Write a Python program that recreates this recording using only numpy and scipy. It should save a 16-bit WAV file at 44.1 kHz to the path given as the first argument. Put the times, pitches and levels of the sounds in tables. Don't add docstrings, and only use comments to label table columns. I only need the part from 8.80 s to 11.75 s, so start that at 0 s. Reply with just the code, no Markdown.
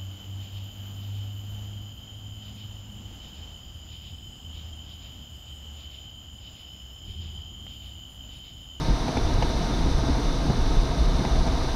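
import sys
import numpy as np
from scipy import signal
from scipy.io import wavfile
from scipy.ndimage import uniform_filter1d

SR = 44100
rng = np.random.default_rng(int(sys.argv[2]) if len(sys.argv) > 2 else 0)


def how_loud(loudness_db):
    steps = np.asarray(loudness_db, float) / 20
    return 10 ** steps


def wrap_up_sound(samples):
    columns = np.atleast_2d(samples).T
    tamed = np.clip(columns, -1, 1)
    steps = np.round(tamed * 32767).astype(np.int16)
    wavfile.write(sys.argv[1], SR, steps)


N = 130095

# time in seconds, level in dB.
FLOW_STRENGTH = [(0.0, -41.5), (0.73, -40), (2.09, -42), (2.56, -40.5), (2.95, -40)]
CONTACT_RISE_S = .0024


def rms_one(x):
    return x / np.sqrt(np.mean(x ** 2) + 1e-20)


def in_time(rows):
    return np.interp(np.arange(N) / SR, *np.transpose(rows))


def drift(rate_hz):
    hop = 40
    settle = 2000
    pole = np.exp(-2 * np.pi * rate_hz * hop / SR)
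    white = rng.standard_normal(N // hop + 2 + settle)
    slow = signal.lfilter([1], [1, -2 * pole, pole * pole], white)[settle:]
    return np.interp(np.arange(N) / hop, np.arange(len(slow)), rms_one(slow - slow.mean()))


def band(x, low_hz, high_hz):
    return signal.sosfilt(signal.butter(2, [low_hz, high_hz], "band", fs=SR, output="sos"), x)


def turbulence(colour, shared_db, own_db, rate_hz):
    hz, db = np.transpose(colour)
    edges = 12 * 2 ** np.arange(0, 10.6, .25)
    white = rng.standard_normal((2, N + SR))
    together = drift(rate_hz)
    out = 0
    for k, (low, high) in enumerate(zip(edges, edges[1:])):
        mid = np.sqrt(low * high)
        if hz[0] / 1.2 < mid < hz[-1] * 1.2:
            colour_db = np.interp(np.log(mid), np.log(hz), db)
            gain_db = colour_db + shared_db * together + own_db * drift(rate_hz)
            out = out + how_loud(gain_db) * band(white[k % 2], low, high)[SR:]
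    return rms_one(out)


def evened(x):
    return rms_one(x / np.sqrt(uniform_filter1d(x ** 2, size=3000) + 0.47))


def buffet():
    # time in seconds, level in dB.
    strength = [(0.0, -25), (0.13, -21.5), (0.19, -35), (0.22, -23), (0.29, -39), (0.44, -22.5),
                (0.97, -27.5), (1.01, -23), (1.95, -27), (2.0, -26), (2.06, -27), (2.3, -23), (2.34, -24),
                (2.37, -22), (2.46, -32.5), (2.49, -23), (2.91, -27), (2.95, -27)]
    # frequency in Hz, density in dB per Hz.
    colour = [(12, -4), (20, -4.5), (28, -2.5), (45, 0.5), (65, -5.5), (85, -15.5), (110, -33)]
    noise = evened(turbulence(colour, shared_db=-3.2, own_db=-2.0, rate_hz=1.4))
    return how_loud(in_time(strength) - 0.5) * noise


def shell_roar():
    # time in seconds, level in dB.
    shake = [(0.0, -36), (0.06, -30.5), (0.11, -27.5), (0.17, -37.5), (0.29, -26.5), (0.31, -34.5),
             (0.64, -30), (0.72, -33), (0.75, -31), (1.06, -30), (1.14, -30.5), (1.17, -29.5),
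             (1.61, -32.5), (1.71, -25.5), (1.74, -31), (2.69, -30), (2.92, -36), (2.95, -41)]
    # frequency in Hz, density in dB per Hz.
    colour = [(75, -9), (100, -3.5), (140, 0.5), (200, -6), (300, -4.5), (400, -18.5)]
    noise = evened(turbulence(colour, shared_db=-1.9, own_db=0.9, rate_hz=13.0))
    return how_loud(in_time(shake) - 2.5) * noise


def flow_level(follows, above_db):
    flow_db = in_time(FLOW_STRENGTH)
    return flow_db.mean() + follows * (flow_db - flow_db.mean()) + above_db


def air_roar():
    # frequency in Hz, density in dB per Hz.
    colour = [(150, -9.5), (300, -8), (450, -10), (650, -12.5), (1000, -15), (1600, -22.5), (2600, -27),
              (3400, -38)]
    noise = turbulence(colour, shared_db=0.32, own_db=0.33, rate_hz=27.0)
    return how_loud(flow_level(follows=0.35, above_db=6.5)) * noise


def seal_hiss():
    # frequency in Hz, density in dB per Hz.
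    colour = [(2500, -13), (3600, 3), (5000, -4.5), (6100, -4), (7000, -18.5), (9000, -16.5),
              (12000, -30.5), (15500, -32.5)]
    noise = turbulence(colour, shared_db=0.4, own_db=0.54, rate_hz=37.0)
    return how_loud(flow_level(follows=0.46, above_db=0.84)) * noise


def resonate(x, peaks):
    for hz, width_hz, db in peaks:
        a, w, g = np.pi * width_hz / SR, 2 * np.pi * hz / SR, how_loud(db / 2)
        zeros = [1 + a * g, -2 * np.cos(w), 1 - a * g]
        poles = [1 + a / g, -2 * np.cos(w), 1 - a / g]
        x = signal.lfilter(zeros, poles, x)
    return x


def cabin(x):
    # frequency in Hz, width in Hz, gain in dB.
    modes = [(124, 18, 5), (155.6, 9.2, 4.5), (206, 7.4, -2), (272, 70, 1.5), (484, 85, 3), (565, 78, -5),
             (672, 92, 8), (923, 41, 7.5), (1056, 12, 3), (1248, 21, -4), (1254, 89, 6.5), (1339, 29, -6),
             (1386, 28, 4.5), (1584, 54, 6)]
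    return resonate(x, modes)


def swells(rows, turns, gain_db):
    out, phases = np.zeros(N + 2 * SR), rng.random(len(rows))
    for (s, db, hz), phase in zip(rows, phases):
        t = np.arange(int(turns / hz * SR)) / SR
        wave = np.hanning(len(t)) * np.sin(2 * np.pi * (phase + hz * t))
        i = SR + int(s * SR) - len(t) // 2
        out[i:i + len(t)] += how_loud(db + gain_db) * wave
    return out[SR:SR + N]


def shudders():
    # time in seconds, peak in dB, pitch in Hz.
    shell_swells = [(0.012, -26.5, 254), (0.021, -24.5, 138), (0.091, -25.5, 116), (0.109, -27.0, 214),
                    (0.124, -34, 97), (0.288, -23, 256), (0.372, -26.5, 89), (0.376, -23, 254),
                    (0.389, -29.0, 400), (0.561, -22.5, 100), (0.596, -27, 104), (0.631, -28, 396),
                    (0.805, -29.0, 194), (0.971, -29.0, 214), (1.009, -25.0, 159), (1.035, -29, 266),
                    (1.071, -26.5, 187), (1.187, -24, 164), (1.239, -24.5, 280), (1.271, -27, 117),
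                    (1.297, -23, 261), (1.386, -25.5, 264), (1.442, -34, 330), (1.655, -24.5, 261),
                    (1.705, -21, 197), (1.706, -27, 95), (1.751, -27, 197), (1.783, -27.5, 233),
                    (1.853, -28.0, 104), (1.979, -24.5, 165), (2.169, -31, 251), (2.175, -23, 153),
                    (2.217, -29, 161), (2.288, -24.5, 158), (2.324, -24.5, 161), (2.417, -24, 181),
                    (2.419, -23.5, 345), (2.456, -23.5, 230), (2.561, -27, 241), (2.607, -27.5, 244),
                    (2.672, -23.0, 254), (2.731, -25.5, 263), (2.846, -28.0, 356)]
    return swells(shell_swells, turns=6.06, gain_db=0.5)


def lumps():
    # time in seconds, peak in dB, pitch in Hz.
    heavy = [(0.042, -29.0, 80), (0.116, -17, 41), (0.454, -18, 24.1), (0.468, -23, 80), (0.582, -27, 31),
             (0.63, -33, 80.4), (0.94, -30, 80), (1.089, -20.5, 57), (1.152, -21.5, 32), (1.313, -16.5, 68),
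             (1.483, -25, 31), (1.637, -23.5, 50), (1.69, -18, 57), (1.799, -18.5, 58.3),
             (1.847, -20, 24.4), (1.894, -25, 40.7), (1.969, -17, 24), (2.006, -15, 38), (2.217, -20, 57),
             (2.277, -15.5, 32), (2.533, -25, 55.3), (2.59, -17, 30), (2.708, -27, 80), (2.751, -29, 55.6),
             (2.806, -21.5, 66.3)]
    return swells(heavy, turns=4.11, gain_db=0.5)


def bursts(times, dbs, low_hz, high_hz, t60_s):
    out, t = np.zeros(N + SR), np.arange(SR // 10) / SR
    shape = (1 - np.exp(-t / CONTACT_RISE_S)) * how_loud(-60 * t / t60_s)
    noises = rng.standard_normal((len(times), len(t)))
    for s, db, noise in zip(times, dbs, noises):
        puff = band(band(noise * shape, low_hz, high_hz), low_hz / 1.3, high_hz * 1.2)
        i = int(s * SR)
        out[i:i + len(t)] += how_loud(db) * puff / np.abs(puff).max()
    return out[:N]


def struck(hz, t60_s, phase):
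    t = np.arange(SR // 10) / SR
    rise = 1 - np.exp(-(t / CONTACT_RISE_S) ** 2)
    return np.sin(2 * np.pi * (phase + hz * t)) * rise * how_loud(-60 * t / t60_s)


def knocks():
    # time in seconds, peak in dB, panel pitch in Hz,
    # thump in dB re the peak, click in dB re the peak.
    contacts = [(.28, -19.5, 790, -6, -18), (.2905, -26, 860, -9, -18), (.368, -19.5, 820, -9, -15),
                (.6225, -17.5, 860, -1, -14), (.734, -28, 690, -5, -20), (1.067, -28.5, 900, -8, -16),
                (1.183, -28.5, 880, -4, -18), (1.28, -27, 880, -4, -19), (1.296, -28, 780, -6, -19),
                (1.351, -27, 770, -5, -19), (1.697, -21.5, 720, -3, -20), (1.708, -26, 850, -2, -20),
                (1.859, -30, 650, -4, -18), (2.449, -20, 880, -3, -15), (2.476, -29, 750, -6, -18),
                (2.553, -26, 720, -3, -15), (2.665, -25, 690, -4, -16), (2.675, -26, 800, -6, -19)]
    # lag in seconds, pitch as a ratio to the panel pitch, level in dB.
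    panel = [(0, 1.0, 0), (0, .8, -2), (0, 1.14, -6), (.001, .6, -3), (.003, .42, -3), (.0105, .95, -10)]
    lead_s, crest_s, scatter_turns = .001, .0035, .2
    s, db, hz, thump_db, click_db = np.transpose(contacts)
    out, chances = np.zeros(N + SR), rng.random((len(s), len(panel) + 2))
    for start, peak_db, panel_hz, low_db, chance in zip(s - lead_s, db + .3, hz, thump_db, chances):
        rings = []
        for (lag, ratio, gain_db), scatter in zip(panel, chance[2:]):
            mode_hz = panel_hz * ratio
            phase = .25 - mode_hz * crest_s + scatter_turns * scatter
            rings.append((lag, gain_db, struck(mode_hz, .036, phase)))
        thump = struck(196 * (0.757 + 0.61 * chance[0]), 0.025, chance[1])
        rings.append((0.00495, low_db + 6.5, thump))
        for lag, gain_db, wave in rings:
            i = int((start + lag) * SR)
            out[i:i + len(wave)] += how_loud(peak_db + gain_db) * wave
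    rattle = bursts(s, db + click_db + 6.5, low_hz=950, high_hz=3000, t60_s=.045)
    click = bursts(s, db + click_db + 4.5, low_hz=1100, high_hz=6200, t60_s=.03)
    return out[:N] + rattle + click


def seal_ticks():
    # time in seconds, peak in dB.
    slips = [(0.9832, -38.5), (2.45, -40), (2.667, -39.5), (2.7494, -42), (2.834, -42)]
    s, db = np.transpose(slips)
    return bursts(s, db, low_hz=5200, high_hz=8160, t60_s=0.0091)


def scene():
    air = buffet() + shell_roar() + air_roar() + seal_hiss()
    inside = cabin(air + seal_ticks())
    return (inside + shudders() + lumps() + knocks())[None]


def band_limit(x):
    return signal.sosfilt(signal.butter(12, 15160, fs=SR, output="sos"), x)


def record(dry):
    # frequency in Hz, width in Hz, gain in dB.
    housing = [(2133, 300, 3), (2500, 190, -0.5), (2937, 104, 5.5), (3245, 690, -6), (3567, 36, 10.5),
               (3770, 210, 3.5), (3920, 48, 1.5), (5910, 220, 3.5), (6330, 93, 3.5), (7300, 930, -6),
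               (8150, 220, 0), (12200, 900, 0.5), (13200, 400, 6)]
    low_pass = signal.cheby2(12, 40, 15380, fs=SR, output="sos")
    mix = signal.sosfilt(low_pass, resonate(dry, housing))
    return band_limit(mix)


dry = scene()
out = record(dry)
wrap_up_sound(out)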